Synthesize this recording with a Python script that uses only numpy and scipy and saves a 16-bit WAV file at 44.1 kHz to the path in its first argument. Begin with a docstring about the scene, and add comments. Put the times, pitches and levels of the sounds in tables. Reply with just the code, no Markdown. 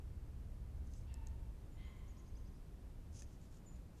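"""A woodpecker shifts on a trunk: its claws scrape and tick on the bark, then it pushes off and flaps away.
Far off, a jay gives two harsh cries, each a tone mixed with noise. A small songbird whistles a thin,
falling phrase and later gives one high call. Sound bounces between the trees and comes back as an echo.
Behind it all are a soft hiss, a low rumble and a far engine that slows and fades."""
import sys
import numpy as np
from scipy import signal
from scipy.fft import rfft, irfft, next_fast_len
from scipy.io import wavfile
from scipy.ndimage import map_coordinates

SR = 44100
rng = np.random.default_rng(int(sys.argv[2]) if len(sys.argv) > 2 else 0)


def wav_out(sig):
    """Save sig, one row per channel (or a flat mono array), as 16-bit PCM at SR to the path in sys.argv[1]."""
    wavfile.write(sys.argv[1], SR, np.round(np.clip(np.atleast_2d(sig).T, -1, 1) * 32767).astype(np.int16))


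N = 176400
T = np.arange(N) / SR

# how long the wood echoes (frequency [Hz], time to fade by 60 dB [s])
ECHO_FADE = [(500, 0.87), (1000, 3.4), (2000, 1.5), (3500, 1.9), (7000, 0.35), (14000, 0.047)]
# tone colour of the hiss and of the rumble (frequency [Hz], relative level [dB])
HISS_COLOUR = [(88, -34.5), (150, -3), (215, -8), (259, -10.5), (331, -13.5), (520, -19), (801, -24),
               (864, -25), (1440, -30.5), (4050, -39), (13500, -43.5)]
RUMBLE_COLOUR = [(10, -13.5), (30, 2), (45, -3), (64, 0.5), (90, -6.5), (115, -8.5), (150, -18), (260, -31),
                 (600, -60)]
# loudness of the rumble and of the engine (time [s], level [dB])
RUMBLE_LOUDNESS = [(0, -51.5), (.8, -51), (1.45, -50.5), (1.9, -50.5), (2.6, -51.5), (3.2, -51.5),
                   (3.6, -53.5), (4, -54)]
ENGINE_LOUDNESS = [(0, -51), (.7, -50), (1.3, -49), (1.55, -54), (1.75, -71), (4, -98)]
# how fast the engine turns (time [s], turns per second [Hz])
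ENGINE_SPEED = [(0, 17.6), (.45, 17.2), (1.0, 16.4), (1.6, 15.8)]
# tones in its hum (multiple of the speed, relative level [dB])
ENGINE_TONES = [(2, -8.5), (3, -3), (4, -1.5), (5, -7.5), (7, -9)]
# songbird notes, each an arch of pitch
# (time of top [s], rise [s], fall [s], top pitch [Hz], arch height [Hz], flatness of top, base level [dB])
SONG_NOTES = [(1.722, .014, .06, 7130, 1400, 9, -81.5), (1.878, .044, .045, 6980, 850, 4, -80.5),
              (1.989, .028, .008, 7130, 1600, 4.5, -80), (2.101, .026, .016, 7000, 1350, 2.4, -74),
              (2.189, .022, .015, 6850, 2500, 3, -70.5), (2.287, .028, .008, 6800, 2700, 1.3, -76),
              (2.38, .032, .008, 6600, 2600, 1.15, -74), (2.479, .032, .009, 6400, 2300, 1.1, -76),
              (2.568, .037, .006, 5850, 1700, 1.1, -79.5), (2.683, .009, .006, 6400, 900, 1.3, -83)]
# how a note's loudness follows its pitch (pitch [Hz], added level [dB])
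SONG_BOOST = [(4100, -6), (4550, -6), (4950, 3), (5400, -8), (6150, 2), (6700, -2), (7100, -3)]
# jay cries (start [s], length [s], pitch [Hz], relative level of the rasp and of harmonics 1 to 5 [dB])
JAY_CRIES = [(1.068, .078, 916, -78.5, -69, -79.5, -75, -97, -88),
             (1.764, .135, 1052, -76, -73, -72.5, -77.5, -86, -95)]
# tone colour of the jay's rasp and of the wings (frequency [Hz], relative level [dB])
RASP_COLOUR = [(600, -18), (1000, -1), (1400, -3), (1700, -1.5), (2100, 2.5), (2550, -2), (3100, 0),
               (3900, -4), (4600, -11), (6000, -35)]
WING_COLOUR = [(1000, -17), (4000, -7), (5500, -5), (7000, -0.5), (9000, -11), (14000, -18)]
# the bright tone colour of the scrapes as heard (frequency [Hz], relative level [dB])
SCRAPE_COLOUR = [(1000, -37), (2500, -12), (4500, -11), (5150, -1), (5600, -4), (6350, 1.5), (8000, -8.5),
                 (9700, -7.5), (14000, -38)]
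# wingbeats (time of peak [s], level [dB])
WINGBEATS = [(3.33, -76), (3.448, -74.5), (3.558, -74), (3.77, -82), (3.995, -77)]
# strokes over the bark (time of peak [s], rise [s], fall [s], level [dB])
STROKES = [(.872, .004, .005, -76), (.96, 0.058, 0.068, -75), (3.172, 0.035, 0.022, -64.5),
           (3.196, 0.0091, 0.011, -65), (3.209, .004, 0.005, -66.5), (3.227, 0.0077, 0.015, -66.5)]
# ringing of a bark flake (multiple of the tick's pitch, relative level [dB], time to fade by 60 dB [s])
FLAKE_TONES = [(.69, -2.5, 0.0044), (.85, -15, .004), (1.0, 5.5, 0.0043), (1.12, 1, 0.003),
               (1.55, -7, 0.003), (1.95, -6, .002)]
# ringing of the trunk (frequency before tuning [Hz], relative level [dB], time to fade by 60 dB [s])
TRUNK_TONES = [(1867, 6.5, 0.023), (2620, 6, 0.018), (3140, -10, .012)]
# claws catching on bark (time [s], level [dB], pitch [Hz], relative level of the trunk's knock [dB])
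CLAW_CATCHES = [(.937, -53, 6250, -35), (1.1414, -45.5, 7570, -36), (1.2667, -62, 7700, -20),
                (1.271, -47, 6460, -19.5), (1.2852, -60, 6260, -21), (3.221, -45.5, 6350, -12)]


def amp(db):
    """Turn decibels into a number to multiply by."""
    return 10 ** (np.asarray(db) / 20)


def unit(x):
    """Scale a sound to an average strength (rms) of 1."""
    return x / np.sqrt(np.mean(x ** 2) + 1e-20)


def along(points, hz):
    """Read between the rows of a (frequency [Hz], value) table, with octaves evenly spaced."""
    freqs, values = np.transpose(points)
    return np.interp(np.log(hz + 1), np.log(freqs + 1), values)


def over_time(points):
    """Join the rows of a (time [s], value) table with straight lines."""
    return np.interp(T, *np.transpose(points))


def wobble(rate):
    """A smooth curve through `rate` random values a second."""
    return map_coordinates(rng.standard_normal(8192), [T * rate], mode="wrap")


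def filtered(x, response):
    """Turn each frequency up or down by response(hz)."""
    size = next_fast_len(N + 8192)
    return irfft(rfft(x, size) * response(np.fft.rfftfreq(size, 1 / SR)), size)[:N]


def coloured(x, colour):
    """Give a sound a tone colour, at strength 1."""
    return unit(filtered(x, lambda hz: amp(along(colour, hz))))


def swell(peak, rise, fall):
    """A smooth rise and fall around the time `peak`."""
    return np.exp(-((T - peak) / np.where(T < peak, rise, fall)) ** 2)


def note(start, length):
    """The rounded loudness shape of one note."""
    return np.sqrt(np.abs(np.sin(np.pi * np.clip((T - start) / length, 0, 1))))


def whistle(pitch):
    """A pure tone that follows a changing pitch."""
    return np.sin(2 * np.pi * np.cumsum(pitch) / SR)


def ring(tones, t, tuning, attack_s=.0002):
    """Something struck at t = 0 rings with fading tones; tuning multiplies their frequencies."""
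    t = np.maximum(t, 0)
    ringing = sum(amp(db - 60 * t / fade) * np.sin(2 * np.pi * freq * tuning * t)
                  for freq, db, fade in tones)
    return ringing * (1 - np.exp(-(t / attack_s) ** 2))


def echo(x):
    """Sound scatters off many trunks; the highest tones die first."""
    hz, t, noise = signal.stft(rng.standard_normal(SR), SR, nperseg=256)
    decay = amp(-60 * t / along(ECHO_FADE, hz)[:, None])
    tail = signal.istft(noise * decay / np.linalg.norm(decay, axis=1, keepdims=True), SR, nperseg=256)[1]
    return signal.fftconvolve(x, tail / np.linalg.norm(tail))[:N]


def near_bounces(x, count=8, longest_s=.017):
    """Quick bounces off nearby trunks break a whistle up."""
    delays = (SR * longest_s * rng.uniform(.11, 1, count)).astype(int)
    return sum(np.pad(x, (delay, 0))[:N] for delay in delays) / np.sqrt(count)


def hiss_and_rumble():
    """The quiet wood: a steady hiss over a low rumble."""
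    hiss = amp(-63) * coloured(rng.standard_normal(N), HISS_COLOUR)
    return hiss + amp(over_time(RUMBLE_LOUDNESS)) * coloured(rng.standard_normal(N), RUMBLE_COLOUR)


def far_engine():
    """An engine hums at multiples of its turning speed as it slows and fades."""
    turns = np.cumsum(over_time(ENGINE_SPEED)) / SR
    hum = sum(amp(db + wobble(4.4)) * np.sin(2 * np.pi * (multiple * turns + rng.random()))
              for multiple, db in ENGINE_TONES)
    return amp(over_time(ENGINE_LOUDNESS)) * unit(hum)


def high_call(start=3.653, length=.041, final_hz=6970, drop_hz=1107, settle_s=.0074):
    """One songbird whistle drops on to its pitch and swells."""
    t = np.clip(T - start, 0, length)
    pitch = final_hz + drop_hz * np.exp(-t / settle_s) + 70 * wobble(400)
    call = amp(-57.5) * t / length * note(start, length) * whistle(pitch)
    return call + amp(-5) * echo(call)


def songbird(waver_hz=50, edge_s=.003, flicker_db=3):
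    """Thin whistled notes grow steeper and lower as the phrase runs down."""
    song, waver = np.zeros(N), waver_hz * wobble(300)
    for top_s, rise, fall, top_hz, height_hz, flatness, db in SONG_NOTES:
        from_top = np.clip(np.abs(T - top_s) / np.where(T < top_s, rise, fall), 0, 1)
        pitch = top_hz - height_hz * from_top ** flatness + waver
        on_off = np.clip(np.minimum(T - top_s + rise, top_s + fall - T) / edge_s, 0, 1)
        song += amp(db + along(SONG_BOOST, pitch)) * on_off * whistle(pitch)
    song *= amp(flicker_db * wobble(220))
    return song + amp(-8.5) * near_bounces(song) + amp(-5) * echo(song)


def jay(arch=.04, sag=.008, roughness=.028, grow_db=1.5):
    """Two harsh, sagging cries: a tone grows out of a rasp, then a long, dull echo follows."""
    cries = np.zeros(N)
    for start, length, hz, rasp_db, *harmonics in JAY_CRIES:
        progress = np.clip(2 * (T - start) / length - 1, -1, 1)  # -1 at the start, 1 at the end
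        pitch = hz * (1 - arch * progress ** 2 - sag * progress + roughness * wobble(300))
        phase = 2 * np.pi * np.cumsum(pitch) / SR
        voice = sum(amp(db) * np.sin(k * phase) for k, db in enumerate(harmonics, 1))
        rasp = amp(rasp_db) * coloured(rng.standard_normal(N), RASP_COLOUR)
        cries += note(start, length) * (amp(grow_db * progress) * voice + rasp)
    direct = filtered(cries, lambda hz: 1j * hz / (1700 + 1j * hz))  # the forest floor weakens low tones
    distant = filtered(echo(cries), lambda hz: 1 / (1 + 1j * hz / 2100))  # long paths lose high tones
    return 2 * (amp(-3) * direct + distant)


def wings(flutter_db=3, rise_s=.042, fall_s=.031):
    """Feathers swish on every beat."""
    swish = coloured(rng.standard_normal(N) * amp(flutter_db * wobble(200)), WING_COLOUR)
    return swish * sum(amp(db) * swell(peak, rise_s, fall_s) for peak, db in WINGBEATS)


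def squeak(start=.956, length=.033, start_hz=7300, rise_hz=950):
    """A thin squeak rises out of an early scrape."""
    pitch = start_hz + rise_hz * np.clip((T - start) / length, 0, 1)
    return amp(-75 + 2 * wobble(400)) * note(start, length) * whistle(pitch)


def scrapes(grain_db=4, clump_db=1.6):
    """Claws and feathers drag over the bark, making clumps of tiny crackles."""
    crackles = rng.standard_normal(N) * amp(grain_db * wobble(1500) + clump_db * wobble(170))
    loudness = sum(amp(db) * swell(peak, rise, fall) for peak, rise, fall, db in STROKES)
    return coloured(crackles, SCRAPE_COLOUR) * loudness


def claw_ticks(slip_s=.000754, slip_db=-5):
    """A claw snaps a flake of bark, slips once before it holds, and knocks the trunk."""
    ticks, t = np.zeros(N + SR), np.arange(SR // 20) / SR
    knock = ring(TRUNK_TONES, t, tuning=.96) / 2
    for start, db, hz, knock_db in CLAW_CATCHES:
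        late, sharp = 1 + .1 * rng.uniform(-.19, 1, 2)  # each slip has its own delay and pitch
        slip = amp(slip_db) * ring(FLAKE_TONES, t - slip_s * late, hz * sharp)
        flake = ring(FLAKE_TONES, t, hz) + slip
        tick = flake / np.abs(flake).max() + amp(knock_db) * knock
        ticks[round(start * SR):][:len(t)] += amp(db) * tick
    return ticks[:N]


def woodpecker():
    """The bird ticks and rustles close by, so its echo is faint."""
    ticks = claw_ticks()
    rustle = scrapes() + squeak() + wings()
    return ticks + rustle + echo(amp(-26) * ticks + amp(-13) * rustle)


def scene():
    """All the birds and the background, in one channel."""
    return (woodpecker() + jay() + songbird() + high_call() + hiss_and_rumble() + far_engine())[None]


def record(dry, top_hz=13950):
    """Cut away the very highest tones."""
    return filtered(dry[0], lambda hz: hz < top_hz)[None]


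dry = scene()
out = record(dry)
wav_out(out)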